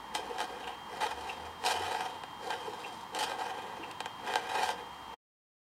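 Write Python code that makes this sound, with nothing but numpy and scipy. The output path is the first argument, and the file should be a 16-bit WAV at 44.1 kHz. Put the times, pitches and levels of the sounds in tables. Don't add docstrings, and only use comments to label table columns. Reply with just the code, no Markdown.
import sys
import numpy as np
from scipy import signal
from scipy.fft import rfft, irfft
from scipy.io import wavfile

SR = 44100
rng = np.random.default_rng(int(sys.argv[2]) if len(sys.argv) > 2 else 0)


def pcm_store(signal):
    levels = np.round(np.clip(np.atleast_2d(signal), -1, 1) * 32767)
    wavfile.write(sys.argv[1], SR, levels.astype(np.int16).T)


N = 254016
TIME = np.arange(N) / SR

# frequency_hz, relative_db
AIR_SPECTRUM = [(20, -46.5), (36, -25), (60, -14), (100, -17), (200, -9), (520, -14.5), (610, -15.5),
                (920, 1), (1150, -7), (1530, -16.5), (1900, -13.5), (2500, -23), (4100, -24), (6000, -31),
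                (15500, -40)]
# pitch_hz, base_level_db
WHINE_PARTIALS = [(2828, -67.5), (3179.5, -58.5)]
# time_s, gain_db
WHINE_RIDE = [(0, -1.5), (.85, 2.5), (1.3, -.5), (2.25, 1.5), (3.05, -2), (3.8, -1), (4.15, 2), (5.1, 0.5)]
# time_s, pitch_hz
DRONE_GLIDE = [(0, 56.3), (1.0, 69), (1.83, 89), (3.05, 109.8), (4.6, 97.9), (4.8, 71.9), (5.1, 65)]
# peak_s, level_db
DRONE_SWELLS = [(1.2, -61), (1.46, -57), (1.83, -55)]
# peak_s, level_db, half_length_s
BEARING_SQUEAKS = [(0.645, -44, 0.0087), (.681, -39, 0.0056), (0.731, -50, 0.0096), (1.301, -34.5, 0.0062),
                   (2.849, -38.5, 0.008), (3.839, -44, 0.01), (3.912, -49.5, 0.01)]
# peak_s, level_db, pitch_hz
CAM_BUMPS = [(0.196, -34.5, 484), (.314, -34, 460), (1.063, -30.5, 467), (1.81, -33, 405),
             (2.685, -32, 434), (3.323, -47, 465), (3.802, -40, 340), (4.587, -38, 413)]
# start_s, snap_db, push_db
EDGE_CLICKS = [(.1505, 14, 20), (0.3832, 3, 12), (0.4037, 9, 19), (1.008, -2, 13), (1.066, 1, 17),
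               (1.21, -0.5, 3), (1.6388, 3, 15), (1.662, 19.5, -1), (1.948, -4, 17), (2.007, 4, 15),
               (2.2356, -3.5, 12), (2.5053, 7, 11), (3.1482, 10, 11.5), (3.1888, 15, 7), (3.317, -9, 17),
               (3.9128, 2, -2), (4.0041, 9.5, 17), (4.0585, 4, 16.5), (4.2646, -1, 4), (4.338, 5, 19),
               (4.3564, 14.5, 25), (4.5525, 5, 18), (4.6902, 7, 19.5)]
# start_s, length_s, level_db, relative_grit_db
EDGE_SCRAPES = [(0.14, 0.021, -6, -2), (0.373, 0.071, -13, -6), (.665, 0.014, -14, -9),
                (0.999, 0.071, -7.5, -7), (1.081, 0.039, -13, -9), (1.18, 0.16, -21, -4.5),
                (1.44, 0.027, -20.5, -10.5), (1.643, .078, -5.5, -1.5), (1.729, 0.34, -13, -7.5),
                (2.494, 0.047, -9, -11.5), (2.92, .11, -33.5, 4), (3.143, .03, -15.5, -4.5),
                (3.184, 0.06, -7, -2.5), (3.254, 0.061, -12, -6.5), (3.382, 0.13, -15, -7.5),
                (4.266, 0.12, -12, -9.5), (4.408, 0.091, -14.5, -9), (4.485, 0.14, -9.5, -8),
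                (4.623, 0.087, -11, -3.5)]
# start_s, length_s, level_db, relative_grit_db
FIGURE_SWINGS = [(.115, 0.62, -15, -12.5), (.87, 0.62, -16, -11), (1.585, 0.56, -15, -7.5),
                 (2.38, 0.52, -14.5, -8), (3.1, 0.79, -14.5, -12.5), (4.18, 0.64, -14.5, -13.5),
                 (5.08, 0.08, -19.5, -20)]
# pitch_hz, width_hz, gain_db
FRAME_MODES = [(326, 70, -31), (483, 23, -14), (509.2, 75, -11), (764, 49, -5), (856.5, 65.5, -6),
               (922, 17, -16.5), (1253, 62, -16), (1419, 98, -20.5), (1584, 92, -13), (1830, 91, -18),
               (1936, 57, -19), (2342, 75, -20), (2471, 94, -14), (2741, 84, -18.5), (3022, 150, -13),
               (3127, 35, -15.5), (3635, 57, -17), (3860, 60, -16.5), (4300, 124.5, -24),
               (4700, 150, -29.5), (5140, 260, -33), (6700, 360, -41.5), (7250, 490, -39), (8130, 300, -32),
               (10180, 300, -46.5)]


def from_db(db):
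    return 10 ** (np.asarray(db) / 20)


def rms_one(x):
    return x / np.sqrt(np.mean(x ** 2) + 1e-20)


def curve(points):
    return np.interp(TIME, *np.transpose(points))


def sine(hz):
    return np.sin(2 * np.pi * np.cumsum(hz) / SR)


def cut(x, hz, kind, order=2):
    return signal.sosfilt(signal.butter(order, hz, kind, fs=SR, output="sos"), x + 1e-18)


def resonate(x, hz, width_hz):
    radius = np.exp(-np.pi * width_hz / SR)
    feedback = [1, -2 * radius * np.cos(2 * np.pi * hz / SR), radius ** 2]
    return signal.lfilter(np.array([1, 0, -1]) * (1 - radius ** 2) / 2, feedback, x + 1e-18)


def drift(rate_hz):
    return rms_one(cut(rng.standard_normal(N + SR), rate_hz, "low")[SR:])


def air(level_db=-46.5):
    hz, db = np.transpose(AIR_SPECTRUM)
    bins_hz = np.arange(N // 2 + 1) * SR / N
    colour = from_db(np.interp(np.log(bins_hz + 1), np.log(hz), db))
    return from_db(level_db) * rms_one(irfft(rfft(rng.standard_normal(N)) * colour, N))


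def whine(waver_hz=2.0, flutter_db=0.6):
    ride_db = curve(WHINE_RIDE)
    tones = sum(from_db(db + ride_db + flutter_db * drift(15)) * sine(hz + waver_hz * drift(30))
                for hz, db in WHINE_PARTIALS)
    return np.sqrt(2) * tones


def drone(floor_db=-68, swell_s=0.081):
    swells = sum(from_db(db) * np.exp(-((TIME - peak_s) / swell_s) ** 2) for peak_s, db in DRONE_SWELLS)
    return np.sqrt(2) * (from_db(floor_db) + swells) * sine(curve(DRONE_GLIDE))


def room(x, wall_s=0.0094, wall_db=-14, t60_s=0.27, tail_db=-16, tail_hz=6000):
    age = TIME[:SR // 3]
    tail = cut(rng.standard_normal(len(age)), tail_hz, "low")
    tail *= from_db(-60 * age / t60_s) * (age > wall_s)
    reverb = signal.fftconvolve(x, tail / np.linalg.norm(tail))[:N]
    echo = np.interp(TIME - wall_s, TIME, x, left=0)
    return x + from_db(wall_db) * echo + from_db(tail_db) * reverb


def bearing_squeaks(upper_hz=2760, lower_hz=2450, wobble_hz=110, lower_db=-4, rough_db=4.0):
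    grip = sum(from_db(db) * np.exp(-np.abs((TIME - peak_s) / half_length_s) ** 1.9)
               for peak_s, db, half_length_s in BEARING_SQUEAKS)
    upper, lower = (sine(hz + wobble_hz * drift(297)) for hz in (upper_hz, lower_hz))
    roughness = from_db(rough_db * drift(210))
    return grip * rms_one((upper + from_db(lower_db) * lower) * roughness)


def cam_bumps(decay_s=0.0032):
    bumps = np.zeros(N)
    for peak_s, db, hz in CAM_BUMPS:
        age = TIME - peak_s
        envelope = from_db(db) / np.cosh(np.clip(age / decay_s, -20, 20))
        bumps += envelope * np.sin(2 * np.pi * hz * age)
    return bumps


def bending(force, travel_s=0.00243, at_hz=800, top_hz=14000):
    hz = np.arange(N // 2 + 1) * SR / N
    lag_cycles = travel_s * (2 * np.sqrt(at_hz * hz) - hz * np.sqrt(at_hz / top_hz))
    return irfft(rfft(force) * np.exp(-2j * np.pi * lag_cycles), N)


def edge_clicks(crack_db=-4, snap_s=0.0029, snap_hz=3000, push_hz=2000, ring_hz=8200, ring_db=1):
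    snap, push = np.zeros(N), np.zeros(N)
    age = TIME[:SR // 50]
    for start_s, snap_db, push_db in EDGE_CLICKS:
        at = round(start_s * SR)
        burst = rng.standard_normal(len(age)) * np.exp(-age / snap_s)
        snap[at] += from_db(snap_db + crack_db)
        snap[at:at + len(age)] += from_db(snap_db) * burst / np.linalg.norm(burst)
        push[at] -= from_db(push_db)
    snap = cut(snap, snap_hz, "high") + from_db(ring_db) * resonate(snap, ring_hz, width_hz=1400)
    push = cut(cut(push, push_hz, "low"), 520, "high")
    return bending(snap + push)


def strokes(rows, attack_s, sag_db, release_s):
    power, grit_power = np.zeros(N), np.zeros(N)
    for start_s, length_s, db, grit_db in rows:
        age = TIME - start_s
        held = np.clip(age / attack_s, 0, 1) * from_db(db - sag_db * np.clip(age / length_s, 0, 1))
        force = held * np.exp(-np.clip((age - length_s) / release_s, 0, 30))
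        power += force ** 2
        grit_power += (force * from_db(grit_db)) ** 2
    return np.sqrt(power), np.sqrt(grit_power)


def pressures(face_drag_db=-7.5, edge_touch_db=-4.5, axle_scrape_db=-48.5, axle_grit_db=-45):
    swing, swing_grit = strokes(FIGURE_SWINGS, attack_s=0.066, sag_db=6, release_s=0.043)
    bind, bind_grit = strokes(EDGE_SCRAPES, attack_s=0.012, sag_db=0.5, release_s=0.015)
    sliding = np.hypot(swing, from_db(face_drag_db) * bind)
    scraping = np.hypot(np.hypot(bind, from_db(edge_touch_db) * swing), from_db(axle_scrape_db))
    grating = np.hypot(np.hypot(bind_grit, swing_grit), from_db(axle_grit_db))
    return sliding, scraping, grating


def fibre_slips(per_s, spread_db):
    sizes = from_db(spread_db * np.minimum(rng.exponential(1, N), 3.5)) * rng.choice([-1, 1], N)
    return rms_one(sizes * (rng.random(N) < per_s / SR))


def judder(per_s=65, relax_s=0.0091, steady_share=0.45):
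    releases = (rng.random(N) < per_s / SR) * rng.uniform(0.51, 1, N)
    power = signal.lfilter([1], [1, -np.exp(-1 / (relax_s * SR))], releases + 1e-18)
    return np.sqrt(steady_share + (1 - steady_share) * power / power.mean())


def rocking(hiss, turn_s=1.46, path_s=0.00055, swing_s=0.00028, reflect_db=-11):
    delay_s = path_s + swing_s * np.cos(2 * np.pi * TIME / turn_s)
    return hiss + from_db(reflect_db) * np.interp(TIME - delay_s, TIME, hiss)


def friction(slide_hz=620, grit_hz=2500, low_cut_hz=230):
    sliding, scraping, grating = pressures()
    edge = fibre_slips(per_s=4000, spread_db=2.5)
    face = fibre_slips(per_s=2500, spread_db=3.5)
    face = cut(face, low_cut_hz, "high")
    slide = cut(face, slide_hz, "low", order=4) * sliding
    scrape = cut(cut(edge, slide_hz, "high", order=4), grit_hz, "low", order=3) * scraping
    grit = rocking(cut(edge, grit_hz, "high", order=3)) * grating
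    return (slide + scrape + grit) * judder()


def card_frame(force, top_hz=11800):
    ringing = sum(from_db(db) * resonate(force, hz, width_hz) for hz, width_hz, db in FRAME_MODES)
    return cut(ringing, top_hz, "low")


def scene():
    automaton = card_frame(friction() + edge_clicks()) + cam_bumps() + bearing_squeaks()
    return (room(automaton) + air() + whine() + drone())[None]


def record(dry):
    fade_start_s, fade_s, high_cut_hz = 5.141, 0.004, 15750
    fade = np.exp(-np.clip((TIME - fade_start_s) / fade_s, 0, 20))
    return signal.sosfilt(signal.ellip(10, .1, 80, high_cut_hz, fs=SR, output="sos"), dry * fade)


dry = scene()
out = record(dry)
pcm_store(out)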